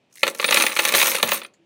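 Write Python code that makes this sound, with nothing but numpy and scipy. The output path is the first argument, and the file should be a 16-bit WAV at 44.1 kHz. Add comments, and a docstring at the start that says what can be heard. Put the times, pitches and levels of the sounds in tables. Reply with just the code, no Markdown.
"""Coins tipped onto a table

A handful of coins slides from a small plastic cup onto paper on a wooden table, close by in a room.
Each knock is a clack, a thud in the table and a metal tick; between knocks the coins jostle.
Coins that bounce free ring high, heaps land with a woody knock, and the room adds a short tail."""
import sys
import numpy as np
from scipy import signal
from scipy.fft import rfft, irfft
from scipy.io import wavfile
from scipy.ndimage import uniform_filter1d

SR = 44100
rng = np.random.default_rng(int(sys.argv[2]) if len(sys.argv) > 2 else 0)


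def to_wav(s):
    """Save 16-bit WAV."""
    ch = np.atleast_2d(s).T  # columns
    pcm = np.round(np.clip(ch, -1, 1) * 32767)  # PCM
    wavfile.write(sys.argv[1], SR, pcm.astype(np.int16))


N = 72765


def undb(db):
    """Decibels to gain."""
    return 10 ** (np.asarray(db) / 20)


def fade(t, t60):
    """Full level until t = 0, then an exponential decay, 60 dB down after t60."""
    return np.exp(-np.log(1000) * np.maximum(t, 0) / t60)


def colour(x, points):
    """Shape a sound to an EQ curve of (Hz, dB) points with a causal filter of unit power gain."""
    hz, db = np.array(points).T
    size = 4096
    freqs = np.maximum(np.arange(size // 2 + 1) * SR / size, 1)
    gain = undb(np.interp(np.log(freqs), np.log(hz), db))
    cepstrum = irfft(np.log(gain))
    cepstrum[1:size // 2] *= 2  # minimum phase keeps the attacks sharp
    cepstrum[size // 2 + 1:] = 0
    response = irfft(np.exp(rfft(cepstrum)))
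    return signal.fftconvolve(x, response / np.linalg.norm(response))[:N]


def add(out, start, sound):
    """Mix a sound in from its start time."""
    i = int(np.clip(start * SR, 0, N - 1))
    out[i:i + len(sound)] += sound[:N - i]


def ring(hz, t60, size=SR // 3):
    """One decaying mode."""
    t = np.arange(size) / SR
    return np.sin(2 * np.pi * hz * t) * fade(t, t60)


# The room tone's EQ. Each row: frequency in Hz, relative level in dB.
ROOM_TONE_EQ = [(40, -3.5), (90, -1.5), (200, -7), (350, -9.5), (550, -11), (900, -18), (1400, -26),
                (2700, -18.5), (5000, -30.5), (9000, -32.5), (15000, -43.5)]


def room_tone():
    """A quiet, dark bed of room noise."""
    return undb(-62.5) * colour(rng.standard_normal(N), ROOM_TONE_EQ)


# The table with the cup just above it. Each row: pitch in Hz, relative level in dB, T60 in seconds.
TABLE_MODES = [(116.2, -3.5, 0.34), (160, -27, 0.05), (233, -3, 0.16), (334, -6, 0.13), (453, -8, 0.043),
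               (559.7, 5.5, 0.092), (622.3, -4.5, 0.15), (844.4, -0.5, 0.15), (1123, -10, 0.17),
               (1167, -0.5, 0.032), (1377, 1, 0.1), (1766, 4.5, 0.084), (2110, -3.5, 0.038),
               (2460, -0.5, 0.048), (2565, 3, 0.046), (3570, -9.5, 0.086), (4380, -8, 0.14)]
LIGHT_HZ = 417  # coins are too light to drive the modes below this well


def table_ring(times, db):
    """Each blow rings the table and cup, with a mix of modes that depends on where it lands."""
    out = np.zeros(N)
    onsets = np.clip(times * SR, 0, N - 1).astype(int)
    for hz, mode_db, t60 in TABLE_MODES:
        polarity, scatter = rng.standard_normal((len(times), 2)).T
        blows = np.zeros(N)
        np.add.at(blows, onsets, np.sign(polarity) * undb(db + 2 * scatter))
        gain = undb(mode_db - 11.5) / (1 + (LIGHT_HZ / hz) ** 2)
        out += gain * signal.fftconvolve(blows, ring(hz, t60))[:N]
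    return out


# A loose coin's partials. Each row: pitch in Hz, relative level in dB, T60 in seconds.
COIN_MODES = [(5950, -2, .025), (6450, 0, .025), (8200, -1, .025), (9300, -1, .06), (10400, -1, .03),
              (12450, -1, .06), (15250, -2, .07)]


def clinks(times, db):
    """Each contact rings a coin, tuned a little differently and soon damped by its neighbours."""
    out = np.zeros(N)
    looseness = np.interp(times, (.45, .95), (.25, 1))  # coins ring longer as the cup empties
    for hz, mode_db, t60 in COIN_MODES:
        for start, level, loose in zip(times, db, looseness):
            detune, scatter = rng.standard_normal(2)
            partial = ring(hz * (1 + .025 * detune), t60 * loose, size=3300)
            add(out, start, undb(level + mode_db - 10 + 4 * scatter) * partial)
    return out


def chatter(times, db, eq, hold_s, t60, attack_s=.00049):
    """A coin chatters for a few milliseconds at each contact, then dies away."""
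    out, t = np.zeros(N), np.arange(SR // 16) / SR
    envelope = np.minimum(t / attack_s, 1) * fade(t - hold_s, t60)
    bursts = rng.choice([-1., 1.], (len(times), len(t))) * envelope
    for start, gain, burst in zip(times, undb(db), bursts):
        add(out, start, gain * burst)
    return colour(out, eq)


# EQs of the woody thud, hard clack and bright tick. Each row: frequency in Hz, relative level in dB.
THUD_EQ = [(40, -30), (90, -57.5), (200, -9), (330, -7.5), (540, 3.5), (720, -7.5), (1150, 5), (1500, -1.5),
           (2200, -26.5)]
CLACK_EQ = [(900, -30), (1500, -10), (1950, 0), (2500, 1.5), (3100, -5), (4050, -2.5), (4800, -12.5),
            (7000, -45.5)]
TICK_EQ = [(3500, -25.5), (5200, -2), (6300, 2.5), (7400, -4), (8300, -0.5), (9700, 0.5), (11200, -4),
           (12600, -4), (13700, -8), (15500, -7.5)]


def contacts(times, clack_db, thud_db, tick_db):
    """Each coin contact is a thud, a clack and a tick, and leaves the table and the coin ringing."""
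    thud = chatter(times, thud_db - 1, THUD_EQ, hold_s=.0047, t60=.025)
    clack = chatter(times, clack_db + 2.5, CLACK_EQ, hold_s=.0014, t60=.032)
    tick = chatter(times, tick_db + 3.5, TICK_EQ, hold_s=.00071, t60=.024, attack_s=.00057)
    return thud + clack + tick + table_ring(times, (clack_db + thud_db) / 2) + clinks(times, tick_db)


# The jostle's fader moves. Each row: time in seconds, relative clack and tick levels in dB.
JOSTLE_LEVELS = [(0.099, -75, -64), (0.158, -66, -45), (.22, -79, -41.5), (0.279, -43, -32),
                 (.335, -50, -55), (0.389, -43.5, -31.5), (0.5, -40, -30), (.59, -27, -21.5),
                 (0.681, -28.5, -32.5), (.755, -38.5, -32.5), (.81, -29.5, -25.5), (.925, -27.5, -30),
                 (0.958, -22.5, -19.5), (1.07, -21.5, -17.5), (1.21, -35.5, -37.5), (1.333, -23.5, -26),
                 (1.402, -41.5, -41), (1.5, -78.5, -91.5)]


def jostle(count=260, scatter_db=3.5):
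    """Many small contacts at uneven moments as the coins slide over each other."""
    cues, clacks, ticks = np.array(JOSTLE_LEVELS).T
    times = cues[0] + (cues[-1] - cues[0]) * (np.arange(count) + rng.random(count)) / count
    clack_db = np.interp(times, cues, clacks) - 4.5 + scatter_db * rng.standard_normal(count)
    tick_db = np.interp(times, cues, ticks) - 6 + scatter_db * rng.standard_normal(count)
    return contacts(times, clack_db, clack_db - 4, tick_db)


# The featured hits. Each row: start in seconds, relative clack level in dB, thud and tick offsets in dB.
KNOCK_CUES = [(0.1263, -64, -8, 14.5), (0.1556, -53, -33, 11.5), (0.1718, -45.5, -47, -7),
              (0.195, -52, -37, 9), (0.207, -53, -44, 8), (0.2313, -9, -6.5, -14),
              (0.267, -20.5, -1.5, -11), (0.278, -20.5, 0, -5.5), (0.2986, -47, 7, 14.5),
              (0.348, -36.5, -4, 3.5), (0.3974, -19.5, -2.5, -32), (0.4159, -29, -22, -4.5),
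              (0.4262, -26, -3, -15), (0.443, -11.5, -7, -14.5), (0.4788, -23, -11, -21),
              (0.4869, -15.5, -8, -29), (0.5084, -16, -4, -2.5), (0.5236, -9.5, -8, -31),
              (0.543, -12.5, -8, 0), (0.5595, -15, -10.5, -20), (0.5704, -10, -3, -17),
              (0.599, -16.5, -11, -9), (0.6076, -15, -4.5, -9.5), (0.6218, -15.5, -12, 2),
              (0.6372, -18.5, -1.5, -10), (0.665, -13, -17, -6), (0.719, -27.5, -22, -20),
              (0.7641, -21, -1.5, -10), (0.77, -21.5, -19, -4.5), (0.7894, -15, -4.5, -7.5),
              (0.793, -11.5, -11.5, -9.5), (0.8152, -46.5, -11.5, 1), (0.8322, -28, -5.5, -8),
              (0.851, -15, -7.5, -1.5), (0.876, -23.5, -6, -1.5), (0.884, -25, -21, 4),
              (0.8897, -19.5, -7, -2.5), (0.9224, -22, -2.5, 0.5), (0.9388, -12.5, -6, -9),
              (0.948, -14, -6, -2), (0.9545, -22.5, -1, 5.5), (0.9669, -20, -23, -12.5),
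              (0.9809, -15, -13.5, -8.5), (0.9966, -19, -20.5, -2), (1.001, -16.5, -12, -10.5),
              (1.0148, -12.5, -11, -9), (1.027, -14.5, -5, -1.5), (1.0571, -21, -10, -4),
              (1.0771, -24, -0.5, -13.5), (1.0918, -34.5, -19, -7), (1.116, -24, -1, -1.5),
              (1.146, -24, 2.5, -3.5), (1.1522, -19.5, -12, -2.5), (1.1633, -23.5, -20.5, -7),
              (1.1842, -29, 0.5, -1), (1.1985, -27.5, -7, -16.5), (1.228, -14, -9, -1.5),
              (1.2655, -31, -16.5, -15.5), (1.2755, -30.5, -4.5, -2), (1.289, -30, -2, 5),
              (1.3176, -19, -4.5, -4), (1.3318, -32, 1.5, 8), (1.341, -36.5, 8.5, 5),
              (1.371, -33.5, -4, -15), (1.393, -54, -8.5, 9.5), (1.416, -33.5, -1, -22.5),
              (1.4333, -40.5, -10.5, -2.5), (1.448, -33.5, -7.5, -28.5), (1.463, -56, -8, 6)]


def knocks():
    """The distinct blows of coins on the cup, table and pile."""
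    times, clack_db, thud_offset, tick_offset = np.array(KNOCK_CUES, float).T
    return contacts(times, clack_db, clack_db + thud_offset, clack_db + tick_offset)


# The plastic cup's EQ. Each row: frequency in Hz, relative level in dB.
CUP_EQ = [(1200, -35.5), (1750, 2), (2150, 8.5), (2600, -9), (3200, -22.5), (4200, 0), (6000, -34.5)]


def cup_slide(start_s=.153, hold_s=.088, slips_per_s=180):
    """Tiny slips of coins along the wall ring the cup as it tilts."""
    t = np.arange(N) / SR - start_s
    chance = slips_per_s / SR
    slips = (rng.random(N) < chance) * rng.standard_normal(N) / np.sqrt(chance)
    envelope = (t > 0) * fade(t - hold_s, t60=.05)
    return undb(-50) * colour(slips * envelope, CUP_EQ)


# Coins ringing free. Each row: start in seconds, pitch in Hz, relative level in dB, seconds until damped.
FREE_RINGS = [(.278, 6126, -34, .004), (.278, 7951, -36, .006), (.455, 9300, -27, .018),
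              (.444, 15670, -38, .19), (.48, 9470, -35, .06), (.524, 12780, -31, .25),
              (.56, 15250, -37, .09), (.574, 9530, -27, .045), (.591, 6400, -29, .005),
              (.622, 6500, -28, .005), (.622, 9259, -30, .1), (.655, 15400, -37, .05),
              (.798, 15020, -31, .02), (.852, 15230, -28, .045), (.948, 14930, -27, .075),
              (.948, 9200, -26, .11), (.956, 12480, -27, .045), (.955, 15350, -29, .06),
              (1.015, 15640, -26, .04), (1.03, 12450, -29, .07), (1.06, 11990, -30, .06),
              (1.088, 12200, -24, .014), (1.15, 9200, -36, .13), (1.229, 12530, -32, .03),
              (1.229, 15620, -33, .12), (1.31, 15230, -27, .035), (1.332, 8830, -31, .04),
              (1.332, 9190, -33, .035), (1.335, 12490, -29, .025), (1.434, 9367, -46, .02)]


def free_coins(flutter_hz=170):
    """Coins that bounce clear sing on, shimmering as they tumble and graze, until the pile stops them."""
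    out, t = np.zeros(N), np.arange(SR // 3) / SR
    graze_times = np.arange(64) / flutter_hz
    for start, hz, db, free_s in FREE_RINGS:
        grazes = np.exp(2j * np.pi * rng.random(len(graze_times)))
        shimmer = 1 + .95 * np.interp(t, graze_times, grazes)  # level and phase both waver
        tone = (shimmer * np.exp(2j * np.pi * hz * t)).imag
        envelope = fade(t, t60=.6) * fade(t - free_s, t60=.045)
        add(out, start, undb(db + .5) * tone * envelope)
    return out


# Heavy landings of several coins at once. Each row: start in seconds, relative level in dB.
LANDING_CUES = [(.9385, -32), (.949, -34), (1.013, -36), (1.2268, -23), (1.316, -37)]
# The EQ of the table top's bending wave. Each row: frequency in Hz, relative level in dB.
BEND_EQ = [(150, -26), (350, -9.5), (520, 7.5), (720, 1), (950, 5.5), (1300, -0.5), (1700, -15.5),
           (2750, 3), (4000, 4), (6000, -32)]


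def landings(travel_s=.005, travel_at_hz=1000):
    """A heap lands: the table's bending wave brings highs before lows, then its modes ring."""
    out = np.zeros(N)
    soft_hz = 1087  # a heap is too soft to drive the modes above this well
    thump = sum(undb(db) / np.hypot(1, hz / soft_hz) / np.hypot(1, LIGHT_HZ / hz) * ring(hz, t60)
                for hz, db, t60 in TABLE_MODES)
    freqs = np.arange(N + 1) * SR / (2 * N)
    falling_sweep = irfft(np.exp(-4j * np.pi * travel_s * np.sqrt(travel_at_hz * freqs)))[:N]
    knock = undb(37.5) * colour(falling_sweep, BEND_EQ)
    for start, db in LANDING_CUES:
        add(out, start, undb(db) * knock)
        add(out, start + travel_s, undb(db) * thump)
    return out


# The last scrape's thin EQ. Each row: frequency in Hz, relative level in dB.
SETTLE_EQ = [(800, -12), (1900, -2), (3500, -16), (4400, -0.5), (5600, -15), (7200, 10.5), (8300, -6.5),
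             (12000, -12), (14000, -25.5)]


def settle(start_s=1.537):
    """A last coin settles with a soft scrape."""
    return chatter([start_s], [-52], SETTLE_EQ, hold_s=.0037, t60=.065, attack_s=.00057)


def hum(start_s=1.576, rise_s=.029, hz=333):
    """A faint hum swells in the room at the very end."""
    t = np.arange(N) / SR
    swell = np.clip((t - start_s) / rise_s, 0, 1)
    return undb(-59) * swell * np.sin(2 * np.pi * hz * t)


# The reverb's EQ. Each row: frequency in Hz, relative level in dB.
REVERB_EQ = [(60, -32), (130, 2), (240, 7), (550, -2.5), (1500, -7.5), (3000, -4), (7000, -2.5), (15000, 2)]


def reverb(x, crossover_hz=875, predelay_s=.003):
    """The room's diffuse tail, whose bass lasts longer than its treble."""
    t = np.arange(SR // 2) / SR
    noise = rng.standard_normal(len(t))
    low, high = (signal.sosfilt(signal.butter(3, crossover_hz, kind, fs=SR, output="sos"), noise)
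                 for kind in ("low", "high"))
    onset = np.clip(t / predelay_s - 1, 0, 1)
    tail = (low * fade(t, t60=.3) - high * fade(t, t60=.14)) * onset
    wet = signal.fftconvolve(x, tail / np.linalg.norm(tail))[:N]
    return undb(-9.5) * colour(wet, REVERB_EQ)


def suppress(x, above_hz=7000, threshold_db=-51.5, depth_db=-14.5, window_s=.03):
    """A noise suppressor turns the treble down whenever it is faint."""
    treble = signal.sosfiltfilt(signal.butter(2, above_hz, "high", fs=SR, output="sos"), x)
    power = np.abs(uniform_filter1d(treble ** 2, int(window_s * SR)))
    shut = 1 / (1 + power / undb(threshold_db) ** 2)
    return x - treble * shut * (1 - undb(depth_db))


def scene():
    """The mono mix: the coins, their reverb and the quiet room behind them."""
    coins = settle() + cup_slide() + knocks() + jostle() + free_coins() + landings()
    return (coins + reverb(coins) + room_tone() + hum())[None]


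def record(dry):
    """The recorder rounds the loudest peaks, ducks faint treble, thins the bass and cuts the top."""
    ceiling, low_cut_hz, top_hz = .61, 155, 15800
    rounded = ceiling * np.tanh(dry / ceiling)
    thinned = signal.sosfilt(signal.butter(3, low_cut_hz, "high", fs=SR, output="sos"), suppress(rounded))
    return signal.sosfilt(signal.ellip(10, .2, 80, top_hz, fs=SR, output="sos"), thinned)


dry = scene()
out = record(dry)
to_wav(out)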